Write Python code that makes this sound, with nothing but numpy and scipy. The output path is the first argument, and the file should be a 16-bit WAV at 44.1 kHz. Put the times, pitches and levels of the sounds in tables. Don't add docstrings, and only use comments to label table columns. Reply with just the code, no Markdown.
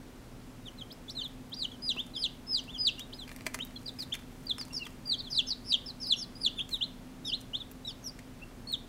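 import sys
import numpy as np
from scipy import signal
from scipy.fft import rfft, irfft
from scipy.io import wavfile
from scipy.ndimage import uniform_filter1d

SR = 44100
rng = np.random.default_rng(int(sys.argv[2]) if len(sys.argv) > 2 else 0)


def generate_wav(sig):
    pcm = np.round(np.clip(np.atleast_2d(sig).T, -1, 1) * 32767).astype(np.int16)
    wavfile.write(sys.argv[1], SR, pcm)


N = 391608

THIN, THICK = (13500, 5000), (7500, 8500)


def peeps():
    # start_s, hold_s, fall_s, top_hz, end_hz, level_db, swell_db, fade_db, second_db
    falls = [ (0.655, 0.0053, 0.03, 3830, 2880, -41.5, 7, -10, -18),
             (.775, 0.0022, 0.047, 4290, 3110, -46, 14, -9.5, -22),
             (1.151, 0.018, 0.057, 4300, 2910, -38.5, 3.5, -9.5, -19.5),
             (1.211, 0.0036, 0.053, 4710, 3280, -42, 4, -9.5, -23),
             (1.564, 0.037, 0.057, 4840, 2876, -29.5, 12, -1.5, -20.5),
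             (1.578, 0.038, .02, 5080, 4200, -45, 2, 12, -25),
             (1.717, 0, 0.041, 3420, 2990, -45.5, -3, 5, -21),
             (1.822, 0.055, 0.048, 4994, 2740, -26, 8.5, -1, -18),
             (2.137, 0, 0.045, 4150, 3100, -42, 10, -17, -26),
             (2.151, 0.067, 0.052, 5140, 2730, -26.5, 14, -2, -21.5),
             (2.467, 0.069, 0.065, 5183, 2800, -29.5, 19, 0, -14),
             (2.725, 0.0097, 0.047, 3670, 2790, -34, 22, 9, -16.5),
             (2.78, 0.073, 0.045, 4984, 2556, -19.5, 16, 1.5, -23.5),
             (3.177, 0.00063, 0.065, 4430, 3030, -40, 11, 3, -20),
             (3.754, 0.0021, 0.024, 4260, 4070, -41, 19, 1, -36),
             (3.761, 0, .015, 3390, 3210, -40, 1, 11, -28),
             (3.859, 0.00084, 0.038, 4950, 3480, -34.5, 2, 4.5, -20),
             (3.864, 0.0091, 0.022, 5570, 4500, -42, 6, 0, -23),
             (3.988, 0.004, 0.048, 5180, 3530, -29.5, 4, 11.5, -25),
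             (3.99, 0.0078, 0.041, 6160, 4900, -44, 8, -4, -13),
             (4.469, 0.008, 0.045, 4830, 3180, -36.5, -9.5, -12, -26),
             (4.583, 0.0069, 0.046, 5400, 4080, -27.5, 11, 17, -21),
             (4.59, .015, 0.03, 6270, 5300, -45, 8, 1, -25),
             (4.708, 0.01, 0.019, 2825, 2670, -45.5, -2, 18, -25),
             (4.727, 0.015, 0.058, 5640, 4220, -19.5, 18, 26, -25),
             (4.753, 0, 0.033, 6640, 5440, -39, -9, -6, -21),
             (4.795, 0.018, 0.026, 2930, 2600, -27.5, 17, 8, -29),
             (4.83, 0.0049, 0.032, 4120, 3050, -52, -2, -15.5, -19),
             (5.056, 0.039, 0.056, 4824, 3100, -23.5, 15.5, 4, -20),
             (5.181, 0.0078, 0.025, 5270, 4400, -44, 11, -2, -38),
             (5.181, 0.0093, 0.022, 4600, 3530, -35, 4, 5, -28),
             (5.231, 0.0065, 0.053, 4360, 3030, -46.5, 0, -7, -22),
             (5.301, 0.0063, 0.016, 6400, 5430, -39, 5, -1, -11),
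             (5.302, 0.0081, 0.053, 5300, 3750, -28.5, 9, 7, -26),
             (5.309, 0.049, 0.052, 5110, 2710, -24, 21, -3.5, -19.5),
             (5.471, 0.017, 0.047, 5350, 3670, -24, 9.5, 9, -29),
             (5.465, 0.0073, 0.042, 6540, 4880, -32, 8, -2, -27),
             (5.495, 0.0031, 0.023, 6300, 4320, -36, 12, -17, -33),
             (5.644, 0.054, 0.062, 5170, 2786, -22, 27, 2, -21.5),
             (5.86, 0.01, 0.041, 5410, 3850, -34, 0.5, 7, -23),
             (5.879, 0, 0.025, 5800, 4700, -45.5, -3, 0, -26),
             (6.001, 0.012, 0.064, 5490, 3850, -29, 8.5, 16, -20),
             (6.013, 0.0048, 0.057, 5940, 5000, -43, 7, -7, -36),
             (6.012, 0.0088, .022, 6600, 5960, -49, 2, -2, -20),
             (6.044, .052, 0.05, 4900, 2727, -21.5, 17.5, 0.5, -20.5),
             (6.163, 0.053, 0.029, 5400, 3940, -27.5, 9, 19, -18),
             (6.17, 0.016, 0.032, 6550, 5450, -36, 3, 8, -34),
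             (6.173, 0.006, .045, 7250, 5700, -47, 7, -1, -34),
             (6.354, 0.082, 0.048, 4915, 2756, -25, 15, -3, -20.5),
             (6.561, 0.027, 0.019, 3620, 2910, -34.5, 16, -5, -18),
             (6.709, 0.016, 0.05, 4395, 2960, -24.5, 20, 20, -21.5),
             (7.248, 0.024, 0.034, 3825, 2960, -35, 5.5, -5, -18),
             (7.252, 0, 0.06, 6330, 4900, -43, 7, -4, -29),
             (7.253, 0.028, 0.045, 5370, 4020, -32, 6, 21, -18),
             (7.603, 0, 0.022, 3880, 3300, -40.5, -3, -2, -31),
             (7.849, 0.035, 0.031, 3940, 2840, -35, 2.5, 4.5, -22),
             (7.87, 0.017, 0.035, 5550, 4250, -37.5, 1.5, 5, -23),
             (8.029, 0.0061, .014, 6500, 6200, -45, 2, 2, -34),
             (8.041, 0.019, 0.039, 5880, 4620, -27, 9, 14.5, -18.5),
             (8.673, 0.055, 0.03, 4380, 2870, -31, 0, 10, -18)]
    # start_s, hold_s, rise_s, hook_s, from_hz, top_hz, hook_hz,
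    # level_db, swell_db, fade_db, second_db
    rises = [ (.902, 0.0082, 0.012, 0.013, 3150, 5200, 5220, -38, 9, 14, -26),
             (1.081, 0.017, 0.012, 0.013, 3460, 5700, 5070, -36, 9.5, 8, -20.5),
             (1.521, 0.0048, 0.023, .007, 3130, 4900, 4890, -37.5, -0.5, 16, -30),
             (1.54, 0, 0.0078, .007, 4700, 5640, 5770, -36.5, 1, 8, -20),
             (1.968, 0.0083, 0.035, 0.0092, 2590, 3704, 3510, -25.5, 6.5, 14, -28),
             (2.233, 0.0014, 0.01, .001, 3080, 3500, 3550, -34, 4, 4, -36),
             (2.677, 0.01, 0.02, 0.018, 2660, 3480, 3630, -37, 6, 17, -24),
             (2.981, 0.014, 0.022, 0.033, 2810, 3780, 3750, -36.5, -2, 19, -24),
             (3.125, 0.0061, 0.011, 0.028, 2910, 5030, 5000, -36.5, 7.5, 18, -19),
             (3.593, 0, 0.036, 0.0062, 2510, 3820, 3750, -24, 14, 14, -28),
             (4.114, 0.00073, 0.019, 0.017, 2390, 3730, 2540, -24, 30, 13.5, -22),
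             (5.716, 0.0032, .02, 0.0044, 2420, 3690, 3580, -26.5, 16, -7, -16),
             (6.59, 0.0031, 0.026, 0.0077, 2574, 3770, 3170, -24, 16, 23, -32),
             (6.81, 0, 0.036, 0.0051, 2760, 4280, 3930, -23.5, 0, 13, -32.5),
             (7.318, 0.0072, 0.023, 0.019, 2760, 4210, 4170, -25, -0.5, 15, -23.5),
             (7.534, 0.0034, 0.036, 0.011, 2855, 4220, 4350, -24, 5.5, 26, -31),
             (8.417, 0.00039, 0.017, 0.0058, 2580, 2750, 2800, -36, 10, 3, -32)]
    # pitch_hz, gain_db
    box_colour = [(2400, -7), (2780, -7.5), (2930, -5.5), (3200, -3.5), (3470, -1), (3800, -1), (3980, 1.5),
                  (4250, -5), (4620, -3), (4800, -4.5), (5100, -6), (5500, -8), (6500, -9)]
    edge_s, fall_peak_share, rise_peak_share = 0.0022, 0.33, 0.56
    waver, jitter_rad = 1 + .0035 * walk(290), 1.15 * walk(56)
    patchy_db, quaver = 3 * walk(168), walk(147)
    notes = [(start_s, hold_s, fall_s, 0, top_hz, end_hz, end_hz, fall_peak_share, *rest)
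             for start_s, hold_s, fall_s, top_hz, end_hz, *rest in falls]
    notes += [(*row[:7], rise_peak_share, *row[7:]) for row in rises]
    out = np.zeros(N)
    for start_s, hold_s, glide_s, hook_s, from_hz, to_hz, hook_hz, peak_share, *levels in notes:
        level_db, swell_db, fade_db, second_db = levels
        stop_s = start_s + hold_s + glide_s + hook_s
        span = slice(int((start_s - edge_s) * SR), int((stop_s + edge_s) * SR))
        t = np.arange(span.start, span.stop) / SR
        age_s = t - start_s
        pitch_hz, progress = glide(start_s, age_s, hold_s, glide_s, hook_s, from_hz, to_hz, hook_hz)
        dip_surge_db, skip_hz = dips_surges_and_skips(start_s, age_s, progress)
        if to_hz < from_hz:
            pitch_hz += skip_hz
        pitch_hz = uniform_filter1d(pitch_hz, int(0.0053 * SR))
        first_db = dip_surge_db + np.interp(pitch_hz, *np.transpose(box_colour))
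        first_db += quaver[span] * np.clip(.14 * (-22 - level_db), 0, 4)
        tremble_hz, swing_hz = tremble(t, start_s, stop_s, jitter_rad[span])
        first_db += 0.0147 * tremble_hz
        pitch_hz = pitch_hz * waver[span] + tremble_hz
        phase = 2 * np.pi * (np.cumsum(pitch_hz) / SR + rng.random())
        shape_db = swell_and_fade(age_s, hold_s + peak_share * glide_s, swell_db, fade_db)
        second_db += 0.044 * (shape_db.max() - shape_db)
        second_db += patchy_db[span] + 0.031 * swing_hz
        tone = undb(first_db) * np.sin(phase) + overtones(start_s, pitch_hz, phase, second_db)
        out[span] += gate(t, t[0], t[-1], 2 * edge_s) * undb(level_db + shape_db) * tone
    return out


def glide(start_s, age_s, hold_s, glide_s, hook_s, from_hz, to_hz, hook_hz):
    # start_s, below_top_hz
    arches = [(2.151, 320), (5.309, 200), (5.642, 320), (6.161, -330)]
    sag_hz_per_s, low_voice_hz = 780, 4500
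    gentle = to_hz < from_hz < low_voice_hz
    knee_s = min(hold_s, .3 * glide_s) if gentle else min(0.7 * hold_s, 0.128 * glide_s)
    turn = np.logaddexp(0, (age_s - hold_s) / (knee_s + 0.00034))
    turn -= turn[0]
    progress = np.clip(turn / np.interp(hold_s + glide_s, age_s, turn), 0, 1)
    hook = np.clip((age_s - hold_s - glide_s) / max(hook_s, 1e-4), 0, 1)
    pitch_hz = from_hz + (to_hz - from_hz) * progress + (hook_hz - to_hz) * hook
    if to_hz < from_hz:
        sung_s = np.maximum(age_s, 0)
        scoop_hz = 0.0522 * min(hold_s / 0.011, 1) * from_hz * np.exp(-sung_s / 0.0021)
        arch_hz = sum(hz for at_s, hz in arches if abs(at_s - start_s) < .004) * np.exp(-sung_s / .02)
        sag_hz = sag_hz_per_s * (age_s - hold_s / 2) * (hold_s > 0)
        pitch_hz -= (1 - progress) * (sag_hz + scoop_hz + arch_hz)
    return pitch_hz, progress


def swell_and_fade(age_s, peak_s, swell_db, fade_db):
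    before = np.clip(1 - age_s / peak_s, 0, 1) ** 0.84
    after = np.clip((age_s - peak_s) / (age_s[-1] - peak_s), 0, 1)
    return -swell_db * before - fade_db * after


def dips_surges_and_skips(start_s, age_s, progress):
    # at_s, dip_db, half_length_s, skip_hz
    events = [(0.808, 24, 0.0042, 0), (1.207, 15, 0.0044, -6), (1.642, 12, 0.0069, 0),
              (1.889, 12, 0.0033, 442), (2.236, 5, 0.0061, 200), (2.554, -7, 0.0024, 245),
              (2.867, 17, 0.0035, 133), (3.618, 23, 0.0079, 0), (3.872, 8, .003, 0), (4.478, 37, 0.0069, 0),
              (4.76, 20, 0.007, -2), (5.086, 9, 0.0057, -5), (5.135, 10, 0.003, 2), (5.376, -3, 0.0023, 0),
              (5.375, -3, 0.0027, 298), (5.501, 15, 0.0053, 0), (5.72, 3, 0.0025, 443),
              (5.736, 18, 0.0034, 3), (6.096, 10, 0.0026, 402), (6.12, 9, 0.0039, -5),
              (6.394, 21, 0.023, -22), (6.429, 17, 0.0084, -7), (6.449, -8, 0.0029, 350),
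              (6.459, 15, 0.0022, 4), (6.595, 9, 0.0013, 6), (6.835, 11, .0025, 0), (8.722, 41, .006, -2),
              (8.701, -7, 0.0064, 6), (5.092, 0, .003, -250), (7.565, 10, .01, 0), (1.867, -6, 0.013, 11),
              (1.891, -5.5, 0.0055, 0), (2.24, -2, 0.0038, -10), (2.513, -19, 0.066, -12),
              (2.812, -9, 0.036, -5), (2.867, -8, 0.0045, -15), (5.101, -5, 0.0062, -4),
              (5.393, -8.5, 0.0041, 4), (5.744, -9.5, 0.0033, 9), (6.127, -6.5, 0.0077, -3),
              (6.466, -8, 0.0049, 0), (6.594, -12, 0.0061, 2), (8.744, -8, 0.015, 2),
              (1.186, -5.5, 0.018, 2), (1.656, -5.5, 0.0028, 2), (1.099, -4, 0.003, 0)]
    gain_db, offset_hz = np.zeros((2, len(age_s)))
    for at_s, dip_db, half_length_s, skip_hz in events:
        event_s = at_s - start_s
        if 0 < event_s < age_s[-1]:
            gain_db -= dip_db * np.clip(1 - np.abs(age_s - event_s) / half_length_s, 0, 1)
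            done = np.interp(event_s, age_s, progress)
            sawtooth = np.where(age_s < event_s, progress / done, (progress - 1) / (1.001 - done))
            offset_hz += skip_hz / 2 * sawtooth
    return gain_db, offset_hz


def tremble(t, start_s, stop_s, jitter_rad):
    # from_s, to_s, rate_hz, swing_hz
    flutter = [(0.904, 0.938, 320, 250), (1.086, 1.118, 320.4, 250), (1.577, 1.615, 265, 120),
               (2.158, 2.25, 216, 130), (5.305, 5.369, 222, 207), (5.645, 5.713, 190, 293),
               (6.048, 6.104, 172, 172), (6.41, 6.444, 170, 200)]
    offset_hz, depth_hz = np.zeros((2, len(t)))
    for from_s, to_s, rate_hz, swing_hz in flutter:
        if start_s < from_s + .01 and to_s < stop_s + .002:
            gated_hz = gate(t, from_s, to_s, 0.008) * swing_hz
            depth_hz += gated_hz
            offset_hz += gated_hz * np.sin(2 * np.pi * rate_hz * t + jitter_rad)
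    return offset_hz, depth_hz


def overtones(start_s, pitch_hz, phase, second_db):
    # freq_hz, gain_db
    beak = [(5000, -7.5), (8000, -1.5), (9000, -13.5), (10000, -8), (11700, -7), (12700, -24), (15000, -34)]
    # start_s, re_second_db
    brassy = [(.657, 0), (6.563, 8), (6.708, 4.5), (7.247, 7), (7.847, 0), (8.67, -7)]
    third_db = second_db + next((db for at_s, db in brassy if abs(at_s - start_s) < .01), -7)
    third_db -= 23 * np.maximum(9800 - 3 * pitch_hz, 0) / 1000
    return sum(undb(db + np.interp(k * pitch_hz, *np.transpose(beak))) * np.sin(k * phase)
               for k, db in ((2, second_db), (3, third_db)))


def steps():
    # start_s, thin_db, knock_db, thick_db, knock_hz, rise_s
    impacts = [(0.927, -48, -55, -65, 1050, 0.00078), (1.0948, -53, -63, -55, 1390, 0.0006),
               (1.243, -57, -65, -55, 1370, 0.0018), (1.279, -52, -66, -60, 1370, 0.001),
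               (1.4948, -48, -63, -69, 1370, 0.0006), (1.9614, -67, -48.5, -66, 800, 0.0035),
               (1.9957, -48, -66, -65, 1530, 0.0006), (2.064, -77, -66, -52, 1490, 0.0019),
               (2.636, -64, -62, -57, 2000, 0.003), (2.9938, -50, -39.5, -37, 2250, 0.0011),
               (3.2765, -64, -41.5, -62, 2250, 0.0019), (3.282, -54, -57, -54, 2300, 0.001),
               (3.291, -62, -41, -55, 2300, 0.0015), (3.299, -62, -47, -62, 2300, 0.00083),
               (3.3145, -52, -40, -52, 1700, 0.0018), (3.362, -57, -43, -40, 1840, 0.0007),
               (3.383, -67, -54, -70, 1880, 0.0055), (3.407, -63, -43, -64, 1780, 0.0016),
               (3.418, -58, -55, -54, 2000, 0.0012), (3.458, -54, -47, -51, 2060, 0.0016),
               (3.4647, -51, -26.5, -38, 1900, 0.002), (3.536, -60, -48, -52, 2200, 0.003),
               (3.542, -44, -32.5, -35.5, 1900, 0.0034), (3.589, -65, -37, -45, 1670, 0.0008),
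               (3.6496, -37, -53, -48, 1570, 0.00054), (3.67, -64, -56, -55, 2280, 0.0011),
               (3.707, -58, -50, -58, 2000, 0.0012), (3.9847, -60, -53, -56, 1940, 0.008),
               (4.003, -58, -62, -50, 1900, 0.002), (4.0207, -53, -54, -48, 1640, 0.0049),
               (4.138, -59, -41, -42, 1930, 0.0032), (4.1508, -51, -40, -37, 2170, 0.0012),
               (4.1897, -63, -49, -62, 1620, 0.0033), (4.459, -44, -65, -60, 1410, 0.0006),
               (4.498, -55, -55, -45, 1370, 0.00062), (4.583, -55, -35, -37, 1480, 0.00047),
               (4.6102, -57, -45, -46, 1630, 0.0024), (4.6518, -56, -54, -43, 1560, 0.00051),
               (4.682, -57, -47, -53, 1640, 0.0007), (4.733, -61, -45, -41, 1490, 0.00063),
               (4.853, -54, -58, -45, 1750, 0.00089), (4.865, -56, -40, -54, 1750, 0.003),
               (5.075, -52, -66, -51, 1800, 0.0011), (5.221, -58, -66, -56, 1800, 0.001),
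               (5.376, -60, -66, -62, 1800, 0.00091), (6.0696, -45, -58, -60, 1820, 0.00095),
               (6.691, -53, -45, -45, 1780, 0.0013), (6.699, -58, -61, -55, 2200, 0.013),
               (6.7726, -48, -66, -64, 1500, 0.0006), (7.405, -60, -63, -49, 1590, 0.001),
               (7.411, -58, -63, -47.5, 1590, 0.0021), (7.713, -43.5, -56, -52, 1480, 0.0018),
               (8.076, -46, -65, -43, 1200, 0.00065), (8.1881, -71, -46.5, -54, 1900, 0.0029),
               (8.7205, -40, -61, -54, 1560, 0.00062)]
    # freq_hz, gain_db, t60_s
    dish = [(402, 23.5, 0.016), (630, 15, 0.025), (1010, 5, 0.016), (1300, -1, 0.0075),
            (1750, -5.5, 0.0082), (2050, -0.5, 0.0067), (2350, -2.5, 0.017), (2780, -21, 0.02),
            (4170, 4, 0.011)]
    snap_gain_db, knock_gain_db = 4.0, 10.5
    size = SR // 8
    t = np.arange(size) / SR
    out = np.zeros(N + size)
    for start_s, thin_db, knock_db, thick_db, knock_hz, rise_s in impacts:
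        noise = rng.standard_normal((4, size))
        envelope = (t / rise_s * np.exp(1 - t / rise_s)) ** 1.8
        thin, thick, knock = noise[:3] * undb(1.57 * noise[3]) * envelope
        focus_db_per_oct2 = np.clip(-.6 * (knock_db + 18.5), 2, 14)
        ring = 0
        for freq_hz, gain_db, t60_s in dish:
            mode = band(knock, freq_hz, np.log(1000) / np.pi / t60_s)
            ring += undb(gain_db - focus_db_per_oct2 * np.log2(freq_hz / knock_hz) ** 2) * mode
        snap = undb(thin_db) * steep_band(thin, *THIN) + undb(thick_db) * steep_band(thick, *THICK)
        onset = int(start_s * SR)
        out[onset:onset + size] += undb(snap_gain_db) * snap + undb(knock_db + knock_gain_db) * ring
    return out[:N]


def shuffle():
    # time_s, crackles_per_s
    activity = [(0, 3.7), (2.9, 32), (3.3, 230), (4.9, 160), (5.1, 11), (8.9, 7.6)]
    hit_chance = np.interp(np.arange(N) / SR, *np.transpose(activity)) / SR
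    out = 0
    for band_hz, level_db in ((THIN, -60), (THICK, -58), ((2000, 2200), -55)):
        hits = (rng.random(N) < hit_chance) * undb(level_db + 2.6 * rng.exponential(1, N))
        grains = signal.lfilter([1], [1, -.96], hits) * rng.standard_normal(N)
        out += steep_band(grains, *band_hz)
    return out


def echoes(near):
    box_db, room_db, room_cutoff_hz = -7.5, -14, 6160
    box = np.r_[np.zeros(int(.0015 * SR)), tail(t60_s=0.062)]
    dull_tail = signal.lfilter(*signal.butter(1, room_cutoff_hz, fs=SR), tail(t60_s=0.33))
    room = np.r_[np.zeros(int(.008 * SR)), dull_tail]
    return sum(undb(db) * signal.fftconvolve(near, ir)[:N] for db, ir in ((box_db, box), (room_db, room)))


def background():
    # freq_hz, relative_density_db
    air_spectrum = [(20, -9.5), (41, -1.5), (52, -7), (130, -5), (250, -7), (370, -12), (1660, -24.5),
                    (3530, -29), (10200, -36), (16000, -40.5)]
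    # freq_hz, width_hz, level_db
    hum_lines = [(28.8, 4.1, -57), (120.7, 2.2, -62), (239.3, 1.5, -59), (257.7, 3.5, -55.5)]
    air_db, drone_db, drone_hz = -50.5, -56, 182
    t = np.arange(N) / SR
    bin_hz = np.maximum(np.arange(N // 2 + 1) * SR / N, 1)
    air_hz, density_db = np.transpose(air_spectrum)
    air_gain = undb(np.interp(np.log(bin_hz), np.log(air_hz), density_db)) * (bin_hz > 15)
    air = level(irfft(rfft(rng.standard_normal(N)) * air_gain, N), air_db)
    hum = 0
    for freq_hz, width_hz, level_db in hum_lines:
        skirt = level(band(rng.standard_normal(N), freq_hz, width_hz), 0)
        hum += level(np.sin(2 * np.pi * freq_hz * t) + 0.23 * skirt, level_db)
    drone_gain = undb(drone_db + 2.3 * walk(1.8)) * gate(t, from_s=5.85, to_s=7.5, ramp_s=0.26)
    return air + hum + drone_gain * np.sin(2 * np.pi * drone_hz * t)


def undb(db):
    return 10 ** (np.asarray(db) / 20)


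def level(x, rms_db):
    return x * undb(rms_db) / np.sqrt(np.mean(x ** 2))


def gate(t, from_s, to_s, ramp_s):
    return np.clip(np.minimum(t - from_s, to_s - t) / ramp_s, 0, 1)


def band(x, centre_hz, width_hz):
    return signal.lfilter(*signal.iirpeak(centre_hz, centre_hz / width_hz, SR), x)


def steep_band(x, centre_hz, width_hz):
    return band(band(x, centre_hz, width_hz), centre_hz, width_hz)


def walk(rate_hz):
    size = int(SR / rate_hz)
    return level(uniform_filter1d(uniform_filter1d(rng.standard_normal(N), size), size), 0)


def tail(t60_s):
    t = np.arange(int(t60_s * SR)) / SR
    decay = rng.standard_normal(len(t)) * undb(-60 * t / t60_s)
    return decay / np.sqrt(np.sum(decay ** 2))


def scene():
    near = peeps() + steps() + shuffle()
    return (near + echoes(near) + background())[None]


def record(dry):
    cutoff_hz = 15750
    return signal.sosfilt(signal.ellip(10, .2, 60, cutoff_hz, fs=SR, output="sos"), dry)


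dry = scene()
out = record(dry)
generate_wav(out)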